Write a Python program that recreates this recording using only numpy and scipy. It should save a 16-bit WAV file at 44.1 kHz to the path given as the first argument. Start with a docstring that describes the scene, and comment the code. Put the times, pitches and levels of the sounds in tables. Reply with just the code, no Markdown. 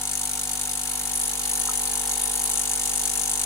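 """A hard, rattling buzz: the vibration pump of an opened coffee machine on a workbench, fifty strokes
a second. Each stroke is a sharp slap of the piston, a spurt of water and a chatter of the valve, all
ringing in the housing, over the hum and knocking of the casing and the hiss of the flow.
The sound firms up as pressure builds; one drop plops into the cup."""
import sys
import numpy as np
from scipy import signal
from scipy.fft import rfft, irfft
from scipy.io import wavfile

SR = 44100
rng = np.random.default_rng(int(sys.argv[2]) if len(sys.argv) > 2 else 0)


def unload_audio(sound):
    """Save the sound as a 16-bit wav file, at the path given as the first command line argument."""
    columns = np.transpose(np.atleast_2d(sound))
    # keep every value between -1 and 1, then stretch to whole-number steps
    steps = np.round(np.clip(columns, -1, 1) * 32767)
    wavfile.write(sys.argv[1], SR, steps.astype(np.int16))


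N = 152145
T = np.arange(N) / SR
PUMP_HZ, FIRST_STROKE_S, JITTER_MS = 49.983, .0138, 0.087

# build-up of the water pressure (t/s, share of full pressure/0-1)
WATER_PRESSURE = [(0, 0), (.75, 0.02), (1.15, 0.43), (1.5, 0.76), (2.2, 0.99), (3.45, 0.82)]
# fader rides on piston and valve (t/s, slap level/dB, valve level/dB)
STROKE_FADERS = [(0.02, -31.5, -34.5), (0.68, -32, -33.5), (0.92, -35, -32), (1.1, -32, -34),
                 (1.16, -33, -27.5), (1.4, -30.5, -33.5), (1.46, -31.5, -28.5), (2.0, -30.0, -30.5),
                 (2.06, -32, -29.5), (2.12, -26.5, -32), (2.18, -33.5, -29.5), (2.6, -28.5, -28.9),
                 (2.66, -31, -31.5), (2.72, -25.5, -31), (2.78, -32.5, -31), (2.84, -26.5, -31),
                 (2.96, -28, -31), (3.38, -28, -31.5)]
# noise bursts within each stroke, one pattern per layer
# (delay/ms, rise/ms, decay/ms, level/dB, gain at full pressure/dB, level scatter/dB)
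SLAP_BURSTS = [(0.33, 0.59, 0.48, 1.5, -0.9, 0), (2, 0.29, 3.1, -5.5, -1, 2), (5, .7, 3.55, -15.5, 3.5, 2)]
VALVE_BURSTS = [(0.1, .36, .65, -0.5, -2, 0.77), (3, 0.3, 1, 0, -3, 1.1), (6, 0.5, 0.61, -3.5, 4.4, 1.8),
                (8.5, .45, 2.16, -12, -0.5, 2.3)]
SPURT_BURSTS = [(-0.1, 0.92, 0.75, -3.5, 0.1, 3.6), (2, 1, 6.9, -5.5, 0.57, 0.78),
                (6, 0.46, 2.3, -10, 2.6, 1.1)]
KNOCK_BURSTS = [(12.55, 0.74, 2.3, -5.5, 5, 0.48), (16.4, 0.79, 2.2, -0.5, -1, .9),
                (5.9, 1.3, 1.4, -3, -8.5, 0.82)]
TAP_BURSTS = [(.8, .55, 0.6, -1, -2.2, 1.2), (3.4, 1.8, 13, -6, 0.78, 0.71)]
# EQ curve of each layer (f/Hz, level/dB)
SLAP_EQ = [(1000, -46), (4000, -18), (5550, -8.5), (6150, -1), (7200, -2.5), (8500, 0.1), (10000, -4.5),
           (11500, -14), (16000, -23)]
VALVE_EQ = [(3000, -50), (7500, -18), (9000, -5.5), (9700, 0), (10300, -1.5), (10900, -5.5), (12200, -12.5),
            (16000, -31)]
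SPURT_EQ = [(800, -40), (2400, -8.5), (2950, -4.5), (4050, -0.5), (5300, -1), (11000, -0.2), (13500, 1.7),
            (16000, -5)]
KNOCK_EQ = [(120, -22.5), (290, -22), (335, -12), (385, -21.5), (465, -3), (520, -22), (620, -24.5),
            (750, -2.5), (830, 1), (950, 0.5), (1060, -4), (1200, -17), (2500, -35.5)]
TAP_EQ = [(500, -28.5), (1150, -8), (1380, -1), (1550, -5.5), (1790, 0), (1980, -4), (2180, 2.5),
          (2500, -3), (4000, -23)]
HISS_EQ = [(25, -5), (110, -4.5), (300, -4.5), (600, -7.5), (900, 0.7), (2000, -1), (2800, -0.5),
           (5000, -5), (7000, 0), (10000, 5), (12000, -13), (16000, -8)]
# resonances and notches of the housing (f/Hz, width/Hz, left gain/dB, right gain/dB)
HOUSING_RESONANCES = [(764, 21, 1, 3.5), (922, 21, 8, 3), (1285, 100, 5.5, -6), (1950, 71, -4, -4.5),
                      (2300, 53, -5, -10.5), (2873, 240, 8, 6), (3270, 230, 6, 5.5), (3430, 55, -18, -5),
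                      (3660, 280, 6, 9.5), (4010, 96, 7.5, 8), (4010, 100, -10, -1.5),
                      (4370, 190, 6.5, 9.5), (4930, 160, 3.3, 5.5), (6233, 190, 6.5, -3.7),
                      (6720, 260, 6.5, 6), (7580, 74, 1, 1), (8030, 56, 7, 1), (8580, 170, 5.5, 2.2),
                      (9460, 110, 7.5, -10.5), (9750, 79, 4.5, -7.5), (10200, 140, 8.5, 8)]
# casing hum (multiple of the stroke rate, level/dB, left minus right/dB, gain at full pressure/dB)
HUM_HARMONICS = [(1, -48.1, 0, 2), (2, -56.6, 0, -3), (3, -53.5, 0, -3), (4, -66.8, 3, 3),
                 (5, -49.1, -1, 0), (6, -61.2, 4, -1), (7, -70.6, -2, 7), (8, -64.7, -2, 5),
                 (9, -60.0, 1, 8), (10, -64.6, -18, 6), (11, -66.5, 4, 0), (12, -67.8, -7, 2),
                 (13, -74.6, 0, 12), (14, -59.7, 6, 0), (15, -49.6, -6, 1), (16, -58.5, -15, 8),
                 (17, -62.0, -8, 10), (18, -58.2, 7, -1), (19, -56.9, -4, 3), (20, -60.9, -2, 0),
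                 (21, -61.1, -2, 6), (22, -66.1, 0, 4), (23, -70.8, 2, 7), (26, -65.8, 1, -2),
                 (27, -66.4, -2, 2), (28, -59.9, -1, -9), (29, -64.8, -4, 1), (31, -72.7, -3, 8),
                 (34, -67.0, 0, 3), (36, -67.8, -5, 5), (37, -71.2, -7, 9)]
# the drop and its rebound (t/s, level/dB)
DROP_HITS = [(1.6865, -25), (1.7046, -35)]
# ring of the bubble the drop makes in the water (f/Hz, level/dB, t60/s)
BUBBLE_MODES = [(1010, -.5, 0.038), (1288, 0.58, 0.051)]


def amp(db):
    """Decibels to gain."""
    return 10 ** (np.asarray(db) / 20)


def unit(x):
    """Scales to rms 1."""
    return x / np.sqrt(np.mean(x ** 2) + 1e-20)


def pan(db):
    """Stereo gains for a left-minus-right level."""
    return amp([[db / 2], [-db / 2]])


def curve(rows, t, column=1):
    """Reads one column of a table as an automation curve."""
    rows = np.array(rows)
    return np.interp(t, rows[:, 0], rows[:, column])


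def drift(rate_hz, size=1024):
    """Slow random modulation of rms 1, up to about the given rate."""
    hz = np.fft.rfftfreq(size, N / SR / size)
    slow = unit(irfft(rfft(rng.standard_normal(size)) / (1 + (hz / rate_hz) ** 2)))
    return np.interp(T, np.linspace(0, N / SR, size), slow)


def stereo_noise(shared, left_lead_ms=0.13):
    """White noise whose shared part reaches the left side first."""
    common, left, right = rng.standard_normal((3, N))
    hz = np.fft.rfftfreq(N, 1 / SR)
    late = irfft(rfft(common) * np.exp(-2j * np.pi * hz * left_lead_ms / 1000), N)
    return np.sqrt(shared) * np.array([common, late]) + np.sqrt(1 - shared) * np.array([left, right])


def housing(x, eq, size=4096):
    """A broad EQ with the ring of the housing on top, different on each side."""
    hz = abs(np.fft.fftfreq(size, 1 / SR))
    eq_hz, eq_db = np.transpose(eq)
    db = np.interp(np.log(hz + 1), np.log(eq_hz), eq_db)
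    for centre, width, left, right in HOUSING_RESONANCES:
        db = db + np.array([[left], [right]]) / (1 + (2 * (hz - centre) / width) ** 2)
    minimum_phase = np.exp(signal.hilbert(np.log(amp(db))).conj())  # rings only after the hit
    response = np.fft.ifft(minimum_phase).real
    return signal.fftconvolve(x, response[:, :size // 2], axes=1)[:, :N]


def bursts(strokes, pattern, eq, shared, pan_db):
    """Every stroke fires a pattern of slightly uneven noise bursts into the housing; rms 1."""
    power = np.zeros(N)
    for delay, rise, decay, db, pressure_db, scatter_db in pattern:
        strength, slip = rng.standard_normal((2, len(strokes)))
        starts = strokes + (delay + JITTER_MS * slip) / 1000
        gains = amp(db + pressure_db * curve(WATER_PRESSURE, strokes) + scatter_db * strength)
        for start, gain in zip(starts, gains):
            a, b = np.searchsorted(T, [start - .5 / PUMP_HZ, start + 2 / PUMP_HZ])
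            ms = (T[a:b] - start) * 1000
            power[a:b] += (gain * np.exp(np.minimum(ms / rise, -ms / decay))) ** 2
    return unit(housing(np.sqrt(power) * stereo_noise(shared), eq) * pan(pan_db))


def piston_slap(strokes):
    """The piston strikes: a sharp, bright attack on every stroke."""
    fader = amp(0.49 + curve(STROKE_FADERS, T, column=1))
    return fader * bursts(strokes, SLAP_BURSTS, SLAP_EQ, shared=0.61, pan_db=2.5)


def water_spurts(strokes):
    """Each stroke pushes water through in a short, wide-band spit."""
    return amp(-35.5) * bursts(strokes, SPURT_BURSTS, SPURT_EQ, shared=.35, pan_db=0.7)


def valve_chatter(strokes):
    """The valve rattles in four thin, high ticks a stroke."""
    fader = amp(1.4 + curve(STROKE_FADERS, T, column=2))
    return fader * bursts(strokes, VALVE_BURSTS, VALVE_EQ, shared=0.1, pan_db=0.6)


def casing_knocks(strokes):
    """The casing answers each stroke with midrange taps and lower, hollow knocks."""
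    taps = amp(-45.5) * bursts(strokes, TAP_BURSTS, TAP_EQ, shared=0.85, pan_db=-2.6)
    knocks = amp(-47.5) * bursts(strokes, KNOCK_BURSTS, KNOCK_EQ, shared=0.85, pan_db=-4)
    return taps + knocks


def casing_hum(delay_ms=14.3, resonance_hz=801, smear_ms_per_khz=11, scatter_rad=0.72, waver=.0085):
    """The shaking pump drives the casing at multiples of the stroke rate; higher ones waver more."""
    out, pressure = np.zeros((2, N)), curve(WATER_PRESSURE, T)
    turns = PUMP_HZ * (T - FIRST_STROKE_S - delay_ms / 1000)
    for k, db, pan_db, pressure_db in HUM_HARMONICS:
        # the casing smears each shake: tones above its main resonance come later, those below earlier
        lag = np.pi * smear_ms_per_khz * ((k * PUMP_HZ - resonance_hz) / 1000) ** 2
        phase = 2 * np.pi * k * turns - lag + scatter_rad * rng.standard_normal()
        phase += waver * k * drift(rate_hz=7.7)
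        level = amp(db + pressure_db * pressure) * (1 + waver * k * drift(rate_hz=8.1))
        out += pan(pan_db) * np.sqrt(2) * level * np.cos(phase)
    return out


def flow_hiss(swell_db=4.5):
    """Flowing water lays a bed of hiss between the strokes, swelling with the pressure."""
    level = amp(-38.5 + swell_db * (curve(WATER_PRESSURE, T) - 1))
    return level * unit(housing(stereo_noise(shared=0.1), HISS_EQ))


def drop_plop(attack_s=0.002):
    """A drop lands and rebounds in the cup, and its bubble rings briefly in the water."""
    out = np.zeros(N)
    for start, hit_db in DROP_HITS:
        t = np.maximum(T - start, 0)
        attack = np.minimum(t / attack_s, 1)
        for hz, db, t60 in BUBBLE_MODES:
            out += attack * amp(hit_db + db - 60 * t / t60) * np.sin(2 * np.pi * hz * t)
    return out * pan(db=-1.5)


def room(x, t60_s=0.15, predelay_s=.004, low_cut_hz=500, wet_db=-12.5):
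    """A short diffuse tail from the workshop, without bass."""
    t = T[:SR // 2]
    tail = rng.standard_normal((2, len(t))) * amp(-60 * t / t60_s) * (t > predelay_s)
    tail = signal.sosfilt(signal.butter(2, low_cut_hz, "high", fs=SR, output="sos"), tail)
    return amp(wet_db) * signal.fftconvolve(x, tail / np.linalg.norm(tail[0]), axes=1)[:, :N]


def scene():
    """The mix: pump strokes and drop feed the room; hum and hiss stay dry."""
    strokes = FIRST_STROKE_S + np.arange(-1, N / SR * PUMP_HZ) / PUMP_HZ
    strokes += JITTER_MS * rng.standard_normal(len(strokes)) / 1000
    pump = piston_slap(strokes) + water_spurts(strokes) + valve_chatter(strokes) + casing_knocks(strokes)
    bed = casing_hum() + flow_hiss()
    hits = pump + drop_plop()
    return bed + hits + room(hits)


def record(dry, cutoff_hz=15900):
    """A steep high cut takes off the topmost air."""
    high_cut = signal.firwin(511, cutoff_hz, window=("kaiser", 9), fs=SR)
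    return signal.oaconvolve(dry, high_cut[None], "same")


dry = scene()
out = record(dry)
unload_audio(out)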